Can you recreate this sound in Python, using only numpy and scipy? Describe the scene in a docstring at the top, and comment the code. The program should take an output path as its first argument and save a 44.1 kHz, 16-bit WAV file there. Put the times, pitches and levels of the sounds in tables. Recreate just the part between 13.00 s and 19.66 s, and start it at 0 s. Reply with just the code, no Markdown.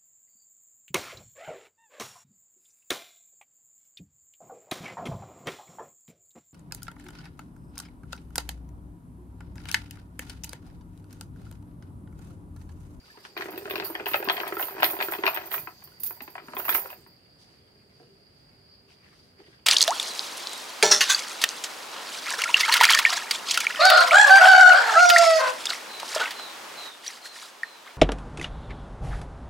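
'''Chained net lowered into a wooden boat

A man standing in a lake lowers what is probably a cast net into a wooden boat. Its sinkers knock, as blows
on resonances of boards and hull; its chain slides into a heap, as dense clicks through ringing steel links.
Filtered noise and sparse contacts make the net's rustle, the water, the reeds, the air and the insects in
the bank's bushes; climbing sines make drips, air pockets and the ring of light knocks. Hull and bushes
answer with a short noise tail.'''
import sys
import numpy as np
from scipy import signal
from scipy.fft import rfft, irfft, next_fast_len
from scipy.io import wavfile
from scipy.ndimage import uniform_filter1d, map_coordinates

SR = 44100
rng = np.random.default_rng(int(sys.argv[2]) if len(sys.argv) > 2 else 0)


def unload_wav(signal):
    """Save mono or channel-first audio to the path in sys.argv[1] as 16-bit WAV at rate SR, clipped to [-1, 1]."""
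    wavfile.write(
        sys.argv[1],
        SR,
        np.round(np.clip(np.atleast_2d(signal).T, -1, 1) * 32767).astype(np.int16),
    )


N = 293706

# Pour of the chain over the boards. Each row: time in seconds, patter and hull rumble in relative dB.
POUR = [(0.0, -72, -72), (0.34, -66.5, -50.5), (0.39, -42.5, -43.5), (0.62, -51, -41), (0.75, -42, -36),
        (1.03, -47.5, -43.5), (1.16, -40.5, -42.5), (1.45, -39, -43.5), (1.7, -45.5, -49.5),
        (1.85, -37, -37), (2.201, -44, -61.5), (2.33, -39, -47.5), (2.58, -48, -46), (2.76, -65.5, -67),
        (3.45, -57, -53), (3.72, -39, -43), (3.911, -48.5, -56), (3.992, -67, -54), (4.15, -95, -81)]
# Resonances of the hull. Each row: centre in Hz, width in Hz, relative level in dB.
HULL_MODES = [(134, 360, -11), (324.8, 83, 1), (361.5, 88, 5.5), (437, 91, -5.5)]
# Lower resonances of the boards. Each row: centre in Hz, width in Hz, relative level in dB.
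BOARD_MODES = [(619, 84, -4), (666, 56, 0.5), (748, 85, -3), (981, 148, -1.5), (1282, 150, -5),
               (1320, 100, -2), (1640, 230, -8.5)]
# Upper resonances of the boards. Each row: centre in Hz, width in Hz, relative level in dB.
SNAP_MODES = [(1922, 262, 0), (2514, 100, 2.5), (3020, 610, -3.5), (3304, 490, -3.5), (4247, 1300, -14)]
# Colour of the links' clicks. Each row: frequency in Hz, relative spectral density in dB.
CLICK_SPECTRUM = [(3000, -23.5), (5000, -18.5), (7500, -22), (9000, -16.5), (10500, -9.5), (11300, -15),
                  (12200, -19.5), (13200, -7.5), (14500, -0.5), (15100, -16.5), (15600, -0.5),
                  (16200, -31.5)]
# Left-right likeness of sound from the boat. Each row: frequency in Hz, correlation (-1 to 1).
BOAT_ALIKE = [(300, 1), (640, 1), (1000, 0.96), (2000, 0.085), (3000, 0.58), (6000, 0.085)]
# Left-right likeness of the air and the hum. 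Each row: frequency in Hz, correlation (-1 to 1).
AIR_ALIKE = [(60, 0.92), (150, 0.89), (380, 0.69), (950, -0.2), (2380, -0.16), (6000, 0.04), (15000, -0.1)]


def amp(db):
    """Decibels to gain."""
    return 10 ** (np.asarray(db) / 20)


def unit(x):
    """Scaled to rms 1."""
    return x / np.sqrt(np.mean(x ** 2) + 1e-20)


def along(points, hz):
    """Interpolates (Hz, value) points on a log-frequency axis."""
    f, v = np.transpose(points)
    return np.interp(np.log(hz + 1), np.log(f + 1), v)


def levels(rows):
    """One gain per sample for each dB column; -120 dB outside the rows."""
    s, *cols = np.transpose(rows)
    t = np.arange(N) / SR
    return [amp(np.interp(t, s, c, left=-120, right=-120)) for c in cols]


def wobble(rate):
    """A smooth random curve, rate knots a second."""
    knots = rng.standard_normal(int(N * rate / SR) + 4)
    return map_coordinates(knots, [np.arange(N) * rate / SR])


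def pan(left_db):
    """Two channel gains of mean power 1, left over right by left_db."""
    return unit(amp([[left_db / 2], [-left_db / 2]]))


def filtered(x, response):
    """x times a complex response of frequency."""
    size = x.shape[-1]
    m = next_fast_len(size + SR // 40, real=True)
    return irfft(rfft(x, m) * response(np.fft.rfftfreq(m, 1 / SR)), m)[..., :size]


def ringing(x, modes):
    """x through parallel resonances of alternating sign."""
    def response(f):
        total = 0
        for k, (centre, width, db) in enumerate(modes):
            damping = 1j * f * width
            total = total + (-1) ** k * amp(db) * damping / (centre * centre - f * f + damping)
        return total
    return filtered(x, response)


def edge(x, hz, kind, order):
    """A causal Butterworth filter."""
    return signal.sosfilt(signal.butter(order, hz, kind, fs=SR, output="sos"), x)


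def spread(pair, alike):
    """Two unrelated signals become left and right with the given likeness."""
    def mid_side(hz):
        turn = np.arccos(np.clip(along(alike, hz), -1, 1)) / 2
        return np.array([np.cos(turn), np.sin(turn)])
    mid, side = filtered(pair, mid_side)
    return np.array([mid + side, mid - side])


def coloured(x, spectrum):
    """x shaped by the given spectrum, at rms 1."""
    return unit(filtered(x, lambda hz: amp(along(spectrum, hz))))


def patchy(x, depth_db):
    """x with its colour shifting at random from moment to moment, at rms 1."""
    z = signal.stft(x, nperseg=512)[2]
    field = rng.standard_normal(z.shape[1:])
    field = uniform_filter1d(uniform_filter1d(field, 7, 0), 9, 1)
    return unit(signal.istft(z * amp(depth_db * unit(field)), nperseg=512)[1][:, :N])


def noise():
    """White noise, unrelated in the two channels."""
    return rng.standard_normal((2, N))


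def contacts(rate, scatter_db):
    """Tiny impacts of uneven size at random moments, rate a second."""
    sizes_db = scatter_db * np.clip(rng.standard_normal(N), -2, 2)
    return noise() * (rng.random(N) < rate / SR) * amp(sizes_db)


def add(track, s, sound):
    """Mixes a sound in at s seconds."""
    part = track[:, max(round(s * SR), 0):][:, :sound.shape[1]]
    part += sound[:, :part.shape[1]]


def struck_at_random(modes, vary_db):
    """Each blow drives the modes with other strengths."""
    return np.array(modes) + rng.standard_normal((len(modes), 1)) * [0, 0, vary_db]


def air(level_db=-60.5):
    """The low, even rush of the open lake: noise with a slight slow swell."""
    # Each row: frequency in Hz, relative spectral density in dB.
    air_spectrum = [(20, -33), (45, -7), (75, -1), (130, 1.5), (280, -5.5), (410, -8), (540, -8.5),
                    (1000, -16.5), (2200, -19), (3800, -25.5), (5500, -30.5), (7500, -31), (9700, -28.5),
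                    (15500, -35.5)]
    swell_db = 0.7 * wobble(4)
    rush = coloured(spread(noise(), AIR_ALIKE), air_spectrum)
    return amp(level_db + swell_db) * rush * pan(-1.5)


def insects(chirp_per_s=4.4, chirp_db=0.8, trill_per_s=31, trill_db=1):
    """Many far insects merge into one narrow noise band, pulsing slowly and trilling fast."""
    # Drone. Each row: time in seconds, level in dB.
    drone_levels = [(0, -61.5), (2.8, -59), (4.2, -61.5), (4.75, -64), (5.65, -62), (5.74, -56.5),
                    (5.83, -63.5), (6.66, -63)]
    # Each row: frequency in Hz, relative spectral density in dB.
    insect_spectrum = [(3800, -20), (4250, -9.5), (4500, 1), (4760, 6.5), (4950, -0.5), (5250, -12),
                       (6200, -57)]
    drone, = levels(drone_levels)
    beat = lambda per_s: np.sin(2 * np.pi * per_s * np.arange(N) / SR + wobble(0.99))
    shimmer_db = chirp_db * beat(chirp_per_s) + trill_db * beat(trill_per_s) + wobble(60)
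    return drone * amp(shimmer_db) * coloured(noise(), insect_spectrum) * pan(-1.5)


def wading(lapping_db=-73, water_db=0, reeds_db=-2, sag_db_per_s=40, calm_t60_s=0.3):
    """Water laps, swishes round his legs and reeds brush past: contacts swelling with each movement."""
    # Movements. Each row: start, rise and length in seconds, water and reeds in relative dB.
    movements = [(0.033, 0.025, 0.18, -59, -57.5), (0.227, 0.025, 0.028, -55, -48.5),
                 (4.378, .025, 0.059, -86, -58), (4.42, .07, 0.14, -65.5, -63),
                 (4.884, 0.12, 0.49, -67, -64), (5.33, 0.074, 0.056, -73.5, -65),
                 (5.869, .05, 0.058, -60, -59), (5.975, .12, 0.13, -56.5, -60.5),
                 (6.104, .05, 0.19, -74.5, -60.5), (6.376, .025, 0.22, -58.5, -65),
                 (6.45, 0.055, 0.094, -74, -62)]
    # Water. Each row: frequency in Hz, relative spectral density in dB.
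    water_spectrum = [(200, -21), (400, -41.5), (700, -3.5), (1300, -3.5), (2100, 1), (3300, -3.5),
                      (5000, -27.5), (9000, -38)]
    # Reeds. Each row: frequency in Hz, relative spectral density in dB.
    reed_spectrum = [(2500, -5), (4000, 6.5), (5600, 4.5), (7000, -5.5), (10000, -5), (15000, -19)]
    water, reeds = np.full(N, amp(lapping_db)), np.zeros(N)
    for s, rise, length, swish_db, brush_db in movements:
        t = np.maximum(np.arange(N) / SR - s, 0)
        calm_db = -60 * np.maximum(t - length, 0) / calm_t60_s
        move = np.minimum(t / rise, 1) * amp(-sag_db_per_s * t + calm_db)
        water = np.hypot(water, amp(swish_db) * move)
        reeds = np.hypot(reeds, amp(brush_db) * move)
    splashes = coloured(contacts(rate=2500, scatter_db=3), water_spectrum)
    lap = amp(2 * wobble(30)) * patchy(splashes, depth_db=4)
    brush = coloured(contacts(rate=9000, scatter_db=3), reed_spectrum)
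    return amp(water_db) * water * lap + amp(reeds_db) * reeds * brush


def tumble(patter_db=-6, snap_db=-3, rumble_db=-9, soft_hz=5080):
    """Lighter links patter on the boards: random contacts excite board and hull resonances."""
    patter, rumble = levels(POUR)
    taps = spread(contacts(rate=600, scatter_db=3), BOAT_ALIKE)
    clack = unit(ringing(taps, BOARD_MODES))
    snap = amp(snap_db) * unit(ringing(taps, SNAP_MODES)) * pan(7.7)
    wood = edge(unit(clack + snap), soft_hz, "low", order=3)  # wet wood dulls the blows
    hull = unit(edge(ringing(taps, HULL_MODES), 82, "high", order=2)) * pan(-1.3)
    return amp(patter_db) * patter * wood + amp(rumble_db) * rumble * hull


def mesh(level_db=-56.5, follows=0.4, usual_pour_db=-46.5):
    """The wet net rustles as long as the chain pours; follows is dB of rustle per dB of pour."""
    # Each row: frequency in Hz, relative spectral density in dB.
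    mesh_spectrum = [(3000, -6.5), (4500, 5.5), (7000, -1.5), (10500, -2.5), (12000, -4.5), (14500, 4.5),
                     (16000, -12)]
    patter, _ = levels(POUR)
    flow = (patter / amp(usual_pour_db)) ** follows * amp(2.5 * wobble(25))
    rustle = patchy(coloured(contacts(rate=4000, scatter_db=3), mesh_spectrum), depth_db=4)
    return amp(level_db) * flow * rustle * pan(-4)


def drips(pitch_hz, pitch_spread, level_db, count, scatter_db=3, life_cycles=25, climb=0.098):
    """Drops off the wet net each ring a small bubble, a climbing sine with t60 of life_cycles periods."""
    t = np.arange(SR // 12) / SR
    out = np.zeros((2, N))
    s, patter_db, _ = np.transpose(POUR)
    chance = np.clip(rng.standard_normal((count, 3)), -2, 2)
    for at, (size, strength, side) in zip(rng.uniform(s[0], s[-1], count), chance):
        hz = pitch_hz * np.exp(pitch_spread * size)
        age = t * hz / life_cycles
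        db = np.interp(at, s, patter_db) + level_db + scatter_db * strength
        bubble = (1 - np.exp(-t * hz)) * np.sin(2 * np.pi * hz * t * (1 + climb * age))
        add(out, at, amp(db - 60 * age) * bubble * pan(2 * side))
    return out


def sinkers(light_per_s=34, light_db=-3.5, light_thud_db=-9, light_snap_db=-3, scatter_db=2):
    """Sinker contacts at listed times, some of them follow-up hops, and light, dull ones at jittered moments
    following the pour."""
    # Listed contacts of sinkers, strong and faint; some are the follow-up hops of a sinker listed just before.
    # Each row: time in seconds, board clack, upper-mode snap and hull thud in relative dB.
    listed = [(0.172, -50, -56, -52), (0.25, -42.5, -44, -69), (0.366, -35.5, -35, -39.5),
              (0.375, -36.5, -32, -47), (0.395, -50, -56, -39), (0.408, -35, -31, -53),
              (0.422, -37, -32, -39), (0.456, -40, -44, -36.5), (0.484, -38, -44, -38),
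              (0.497, -51, -53, -42), (0.519, -48, -57, -48), (0.535, -43.5, -49, -39),
              (0.56, -57, -45, -54), (0.576, -46.5, -38, -37.5), (0.622, -53, -70, -44.5),
              (0.655, -36.5, -42, -39), (0.676, -40, -63, -42.5), (0.699, -42, -36, -46),
              (0.708, -34.5, -30.5, -36), (0.737, -53, -46, -34), (0.756, -33.5, -28, -42),
              (0.779, -46, -35, -34.5), (0.798, -31.5, -30, -35.5), (0.824, -37, -37, -42),
              (0.853, -40, -44, -52), (0.9, -35.5, -63, -36), (0.951, -34, -28, -40),
              (0.997, -34, -36, -46), (1.006, -40.5, -45.5, -36), (1.058, -39.5, -30.5, -41),
              (1.065, -27.5, -27.5, -38), (1.087, -36, -35, -54), (1.114, -42, -39.5, -39),
              (1.134, -41.5, -26, -53), (1.142, -19, -20.5, -59), (1.156, -43.5, -28, -42.5),
              (1.2, -48, -47, -35), (1.226, -30, -37.5, -48), (1.251, -49.5, -40.5, -36.5),
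              (1.274, -30.5, -60, -32.5), (1.287, -28, -24, -63), (1.297, -23, -18, -41),
              (1.302, -22.5, -44, -46.5), (1.335, -46, -41.5, -42.5), (1.367, -45, -30.5, -42),
              (1.378, -31, -32.5, -62), (1.401, -32, -28.5, -44.5), (1.412, -35, -44, -38.5),
              (1.433, -27.5, -41.5, -47), (1.466, -33.5, -38, -43.0), (1.477, -37, -37.5, -52),
              (1.523, -31, -35.5, -31.0), (1.568, -27.5, -35.5, -34), (1.595, -27.5, -34.5, -62),
              (1.61, -29, -41.5, -71), (1.626, -34.5, -31.5, -41.5), (1.683, -34.5, -43.5, -56.5),
              (1.708, -40, -61, -45), (1.749, -53.5, -67, -42.5), (1.765, -40, -51.5, -39),
              (1.781, -35.5, -41.5, -42), (1.8, -31.5, -38, -45), (1.823, -24.5, -25, -36.5),
              (1.83, -15.5, -16.5, -47.5), (1.843, -42, -18, -36), (1.9, -39, -34.5, -49),
              (1.932, -33, -50.5, -36.5), (1.989, -37.5, -39, -37), (2.002, -28, -29, -52),
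              (2.01, -26, -26, -60), (2.025, -32.5, -24.5, -53), (2.035, -42, -60, -37.5),
              (2.084, -30, -39, -34.5), (2.121, -29, -34, -42.5), (2.135, -28.5, -31.5, -45),
              (2.15, -39.5, -36.5, -45.5), (2.185, -40, -40.5, -33), (2.236, -22.5, -26, -30.5),
              (2.255, -25.5, -30.5, -37.5), (2.265, -27, -18, -38), (2.277, -18.5, -22, -49),
              (2.284, -40.5, -36, -61), (2.31, -40, -55, -51), (2.348, -38, -37, -66),
              (2.362, -31.5, -33, -50), (2.373, -30, -29.5, -44), (2.412, -46, -56, -43.5),
              (2.516, -39, -35, -52), (2.526, -36.5, -47, -67), (2.541, -29, -29, -68),
              (2.579, -37.5, -37, -66), (2.672, -33.5, -38.5, -50), (2.702, -52, -69, -64),
              (2.821, -50, -57, -67.5), (2.874, -56, -55, -63), (3.168, -53, -63, -67),
              (3.107, -39, -46, -51), (3.205, -46, -39.5, -52.5), (3.277, -41.5, -46, -49),
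              (3.353, -34.5, -40, -60), (3.38, -37, -40, -53), (3.399, -48, -50, -62),
              (3.434, -67, -65, -62), (3.484, -40, -52.5, -56), (3.51, -58, -77, -57),
              (3.534, -35, -49, -53), (3.567, -30, -33, -41), (3.59, -33.5, -55, -44.5),
              (3.598, -32.5, -41, -75), (3.651, -37, -41, -76), (3.682, -26, -31, -46),
              (3.691, -22, -22.5, -46), (3.725, -35.5, -30, -55), (3.748, -25.5, -25, -40),
              (3.78, -33, -55, -45), (3.857, -35, -47, -57.5), (3.902, -43.5, -44.5, -68),
              (3.928, -42, -47.5, -68), (4.063, -52.5, -59, -58.5), (4.755, -70.0, -75, -65),
              (4.998, -57, -74, -55.5), (5.03, -62, -74, -58), (6.4, -54, -65, -51.5),
              (6.481, -72, -64, -58)]
    s, patter_db, rumble_db = np.transpose(POUR)
    chance = rng.standard_normal((200, 3))
    at = s[0] + (np.arange(len(chance)) + 0.35 * chance[:, 0]) / light_per_s
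    clack = np.interp(at, s, patter_db) + light_db + scatter_db * chance[:, 1]
    thud = np.interp(at, s, rumble_db) + light_thud_db + scatter_db * chance[:, 2]
    light = np.transpose([at, clack, clack + light_snap_db, thud])
    return np.vstack([listed, light[(at > s[0]) & (at < s[-1])]])


def at_another_spot(modes, pitch_scatter=0.027):
    """Every spot on the boat has its own mix and tuning of the modes."""
    spot = struck_at_random(modes, vary_db=2.5)
    return spot * np.exp(rng.standard_normal((len(spot), 1)) * [pitch_scatter, 0, 0])


def knocks(strike=5.47, contact_t60_s=0.0026, chatter=0.63, chatter_t60_s=0.052, thud_db=0.0,
           board_db=-2.0, snap_trim_db=-1.0, shake=0.085):
    """Each sinker strikes, hops once and chatters on the boards; its weight pushes the hull."""
    usual_db = -27  # clack of an ordinary sinker
    strike_grows, chatter_grows = 0.97, 0.0171  # dB of strike, log of chatter t60, per dB above usual
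    bounce_s, bounce_db = 0.008, -18
    shake_t60_s = 0.089  # the shaking of the hull fades a little slower than the chatter
    tilt_per_db, tilt_pivot_hz = 0.83, 2500  # dB per octave for each dB of snap over clack
    snap_top_hz = 4540  # a lead sinker is soft
    hull_low_hz, hull_top_hz = 274, 750  # small and heavy: little bass, slow to follow
    hull_pitch_scatter = 0.035
    t = np.arange(SR // 12) / SR
    out = np.zeros((2, N))
    early = lambda x, size: x / np.sqrt(np.mean(x[:, :size] ** 2))  # rms 1 over the first samples
    struck = lambda blow, modes: ringing(blow, at_another_spot(modes))
    first = np.arange(len(t)) == SR // 1000
    for s, db, snap_db, hull_db in sinkers():
        excess_db = max(db - usual_db, 0)
        linger_s = chatter_t60_s * np.exp(chatter_grows * excess_db)
        again = t - bounce_s * rng.uniform(0.7, 1.4)
        bounce = (again > 0) * amp(bounce_db - 60 * np.abs(again) / contact_t60_s)
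        force = amp(-60 * t / contact_t60_s) + bounce + chatter * amp(-60 * t / linger_s)
        grit = unit(rng.standard_normal((2, len(t))) * (rng.random(len(t)) < 0.12))
        rattle = spread(force * grit, BOAT_ALIKE)
        blow = strike * amp(strike_grows * excess_db) * first + rattle

        boards = amp(db + board_db) * early(struck(blow, BOARD_MODES), size=309) * pan(0.24)

        # a snappier blow is also brighter
        tilt = tilt_per_db * np.clip(snap_db - db, -8, 8)
        upper = [(hz, width, level + tilt * np.log2(hz / tilt_pivot_hz)) for hz, width, level in SNAP_MODES]
        snap = early(edge(struck(blow, upper), snap_top_hz, "low", order=4), size=309)
        snap = amp(snap_db + snap_trim_db) * snap * pan(3.4)

        push = strike * first + shake * rattle * amp(-60 * t / shake_t60_s)
        spot = np.array(HULL_MODES) * [np.exp(hull_pitch_scatter * rng.standard_normal()), 1, 1]
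        thud = edge(struck(push, spot), [hull_low_hz, hull_top_hz], "band", order=2)
        thud = amp(hull_db + thud_db) * early(thud, size=530) * pan(-1.7)
        add(out, s, boards + snap + thud)
    return edge(out, 7000, "low", order=2)


def plops(rise=0.15, attack_s=0.0035):
    """Short decaying sines, climbing slightly: drips, air pockets and the ring of light knocks."""
    # Each row: start in seconds, starting pitch in Hz, level in dB, t60 in seconds.
    tones = [(.038, 1380, -45, 0.027), (.08, 1230, -54, 0.086), (0.1, 1680, -40, 0.056),
             (0.14, 984, -49, 0.05), (.153, 880, -43, 0.047), (2.59, 133, -41, 0.064),
             (2.627, 124, -44, 0.16), (2.821, 1020, -39, 0.028), (2.875, 960, -52, .04),
             (2.919, 1390, -41, 0.026), (2.979, 1930, -42, .03), (3.06, 2360, -40, 0.023),
             (3.17, 914, -43, 0.028), (3.21, 800, -41, 0.15), (3.215, 250, -36.5, 0.062),
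             (3.438, 260.5, -44, 0.055), (3.484, 236, -37, 0.063), (3.549, 246, -39.5, 0.085),
             (4.756, 111, -62, .15), (4.76, 287, -54, .06), (4.998, 698, -52, 0.088),
             (5.01, 449, -48.5, .16), (6.392, 386, -45.5, 0.17), (6.405, 457, -49, 0.086),
             (6.48, 336, -50, 0.073)]
    t = np.arange(SR // 5) / SR
    out = np.zeros((2, N))
    for s, hz, db, t60 in tones:
        phase = 2 * np.pi * hz * (t + rise * t * t / t60)
        envelope = amp(db - 60 * t / t60) * (1 - np.exp(-t / attack_s))
        add(out, s, envelope * np.sin(phase) * pan(-1))
    return out


def from_left(x):
    """Sound from the boat reaches the left before the right, as a phase lead."""
    # Each row: frequency in Hz, lead of left over right in radians.
    boat_lead = [(250, 0.25), (690, 1.1), (1400, 1.34), (2070, 3.15), (2580, 0.33), (3600, 4.74), (5000, 1)]
    sides = np.array([[1], [-1]])
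    return filtered(x, lambda hz: np.exp(0.5j * along(boat_lead, hz) * sides))


def bank(x):
    """Hull and bushes scatter the sound into a decaying noise tail, 5 ms late."""
    # Each row: frequency in Hz, t60 in seconds.
    bank_t60 = [(200, 0.17), (700, 0.16), (2000, 0.15), (6000, 0.17), (15000, 0.014)]
    scatter = spread(rng.standard_normal((2, SR // 2)), BOAT_ALIKE)
    hz, t, z = signal.stft(scatter, SR, nperseg=256)
    decay = amp(-60 * t / along(bank_t60, hz)[:, None])
    tail = signal.istft(z * decay, SR, nperseg=256)[1]
    late = np.pad(x, ((0, 0), (SR // 200, 0)))
    return signal.fftconvolve(late, tail / np.linalg.norm(tail[0]), axes=1)[:, :N]


def flows(t):
    """How links move: a slide swells, falls and settles; a dropped bunch clashes at once."""
    # Slides onto the heap. Each row: start in seconds, relative level in dB, rise in seconds.
    slides = [(0.372, -48, 0.003), (0.505, -47, 0.0026), (0.575, -41.5, 0.0018), (0.697, -37.5, 0.0005),
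              (0.755, -42, 0.0019), (0.838, -35, 0.018), (1.058, -32.5, 0.032), (1.148, -35, 0.013),
              (1.239, -41, 0.0055), (1.291, -37, 0.035), (1.408, -41.5, 0.0074), (1.476, -45, 0.00075),
              (1.519, -41.5, 0.033), (1.577, -31, 0.038), (1.825, -26, 0.019), (1.896, -31, 0.013),
              (2.01, -32, 0.021), (2.107, -32.5, 0.011), (2.245, -34, 0.033), (2.342, -33.5, 0.0023),
              (2.457, -39.5, .001), (2.501, -29.5, 0.038), (2.837, -45.5, 0.0025), (2.997, -41.5, 0.0054),
              (3.033, -29, 0.0013), (3.062, -30.5, 0.0023), (3.219, -42.5, 0.00091), (3.3, -54, .002),
              (3.548, -44, 0.0017), (3.565, -34, 0.03), (3.641, -34, 0.011), (3.681, -24, 0.015),
              (3.737, -23.5, 0.014), (3.896, -43.5, 0.0034), (4.07, -63, .004)]
    # Dropped bunches. Each row: start in seconds, relative level in dB.
    bunches = [(1.059, -35), (1.477, -29), (1.604, -27), (1.803, -30.5), (2.258, -28), (3.035, -22.5),
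               (3.0626, -27), (3.683, -30), (3.745, -19)]
    fall_t60_s, fall_per_rise = 0.17, 4.7  # a slow length also takes longer to land
    settle_db, settle_t60_s = 0, 0.27
    clash_t60_s = 0.037
    for s, db, rise in slides:
        after = np.maximum(t - rise, 0)
        fall = amp(-60 * after / (fall_t60_s + fall_per_rise * rise))
        settle = amp(settle_db - 60 * after / settle_t60_s)
        yield s, np.minimum(t / rise, 1) * amp(db) * np.hypot(fall, settle)
    for s, db in bunches:
        yield s, amp(db - 60 * t / clash_t60_s)


def loose_links(width_hz, count):
    """Modes of randomly struck links, denser toward the top: Hz, width in Hz, dB."""
    low_hz, high_hz = 9000, 15500
    hz = low_hz + np.sqrt(rng.random(count)) * (high_hz - low_hz)
    return struck_at_random([(f, width_hz, along(CLICK_SPECTRUM, f)) for f in hz], vary_db=4)


def chain(ring_db=-4.0, loose_db=-4.0, click_db=-7.0, change_s=2.6, clash=0.97):
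    """Links collide densely: a wash of clicks under the ringing of small steel rings."""
    # Strongest links at first. Each row: centre in Hz, width in Hz, relative level in dB.
    first_links = [(11820, 62, 4.5), (11800, 67, 1), (13460, 140, 19), (12370, 75, -4.5), (13550, 200, -10),
                   (14000, 54, 22), (14500, 130, -4)]
    # Strongest links from change_s on. Each row: centre in Hz, width in Hz, relative level in dB.
    last_links = [(10350, 170, -18), (12700, 71, -1.5), (13200, 56, 1), (13270, 50, 15), (14100, 110, 18),
                  (14300, 160, 17.5), (15450, 150, 1)]
    t = np.arange(SR // 2) / SR
    out = np.zeros((2, N))
    clumps = lambda: amp(np.interp(t, np.linspace(0, 0.5, 40), 3.5 * rng.standard_normal(40)))
    for s, flow in flows(t):
        push = flow * (1 + clash * np.exp(-t / 0.007))  # an abrupt drop begins with one clash
        hits = push * rng.standard_normal((2, len(t))) * (rng.random(len(t)) < 0.1)
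        # other links come to the top as the heap grows
        strong = struck_at_random(first_links if s < change_s else last_links, vary_db=4)
        # three groups fall in clumps, each with its own notes
        loose = sum(ringing(hits * clumps(), loose_links(width_hz=28, count=6)) for _ in range(3))
        rings = amp(ring_db) * unit(ringing(hits * clumps(), strong)) + amp(loose_db) * unit(loose)
        clicks = amp(click_db) * coloured(hits, CLICK_SPECTRUM)
        jingle = edge(rings, 9860, "high", order=4) + clicks
        add(out, s, np.sqrt(np.mean(flow ** 2)) * jingle)
    return out * pan(-7.0)


def clinks(rattle_t60_s=0.088):
    """A larger steel ring is struck and rebounds: decaying noise drives its modes."""
    # Strikes. Each row: start in seconds, level in dB over the first 10 ms.
    strikes = [(.844, -34.5), (0.864, -40)]
    # Ring. Each row: centre in Hz, width in Hz, relative level in dB.
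    ring_modes = [(4524, 83, 7.5), (5260, 140, -14), (12100, 82, 7), (15100, 220, 4)]
    t = np.arange(SR // 8) / SR
    out = np.zeros((2, N))
    for s, db in strikes:
        rattle = amp(-60 * t / rattle_t60_s) * rng.standard_normal((2, len(t)))
        ring = ringing(rattle, ring_modes)
        ring = ring / np.sqrt(np.mean(ring[:, :SR // 100] ** 2))
        add(out, s, amp(db) * ring * pan(-1.5))
    return out


def hum():
    """A faint hollow hum over the quiet water: noise through two narrow resonances."""
    # Each row: time in seconds, level in dB.
    hum_levels = [(4.3, -81), (5.1, -63.5), (5.4, -74.5), (5.8, -68.5), (6.66, -76.5)]
    # Each row: centre in Hz, width in Hz, relative level in dB.
    hollow_modes = [(391.3, 9.4, 1.5), (442, 19, -5.5)]
    level, = levels(hum_levels)
    return level * unit(ringing(spread(noise(), AIR_ALIKE), hollow_modes))


def scene():
    """Boat, chain and net before the sounds of the lake."""
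    water = drips(1371, 0.406, level_db=2.5, count=480)
    water = water + drips(640, 0.284, level_db=3, count=150)  # fatter drops into the bilge
    near = from_left(knocks() + tumble() + plops() + water)
    net = chain() + clinks() + mesh()
    lake = wading() + hum() + insects() + air()
    return near + amp(-11.5) * bank(near) + net + lake


def record(dry):
    """A steep band limit at 15850 Hz."""
    return filtered(dry, lambda hz: 1 / (1 + (hz / 15850) ** 300))


dry = scene()
out = record(dry)
unload_wav(out)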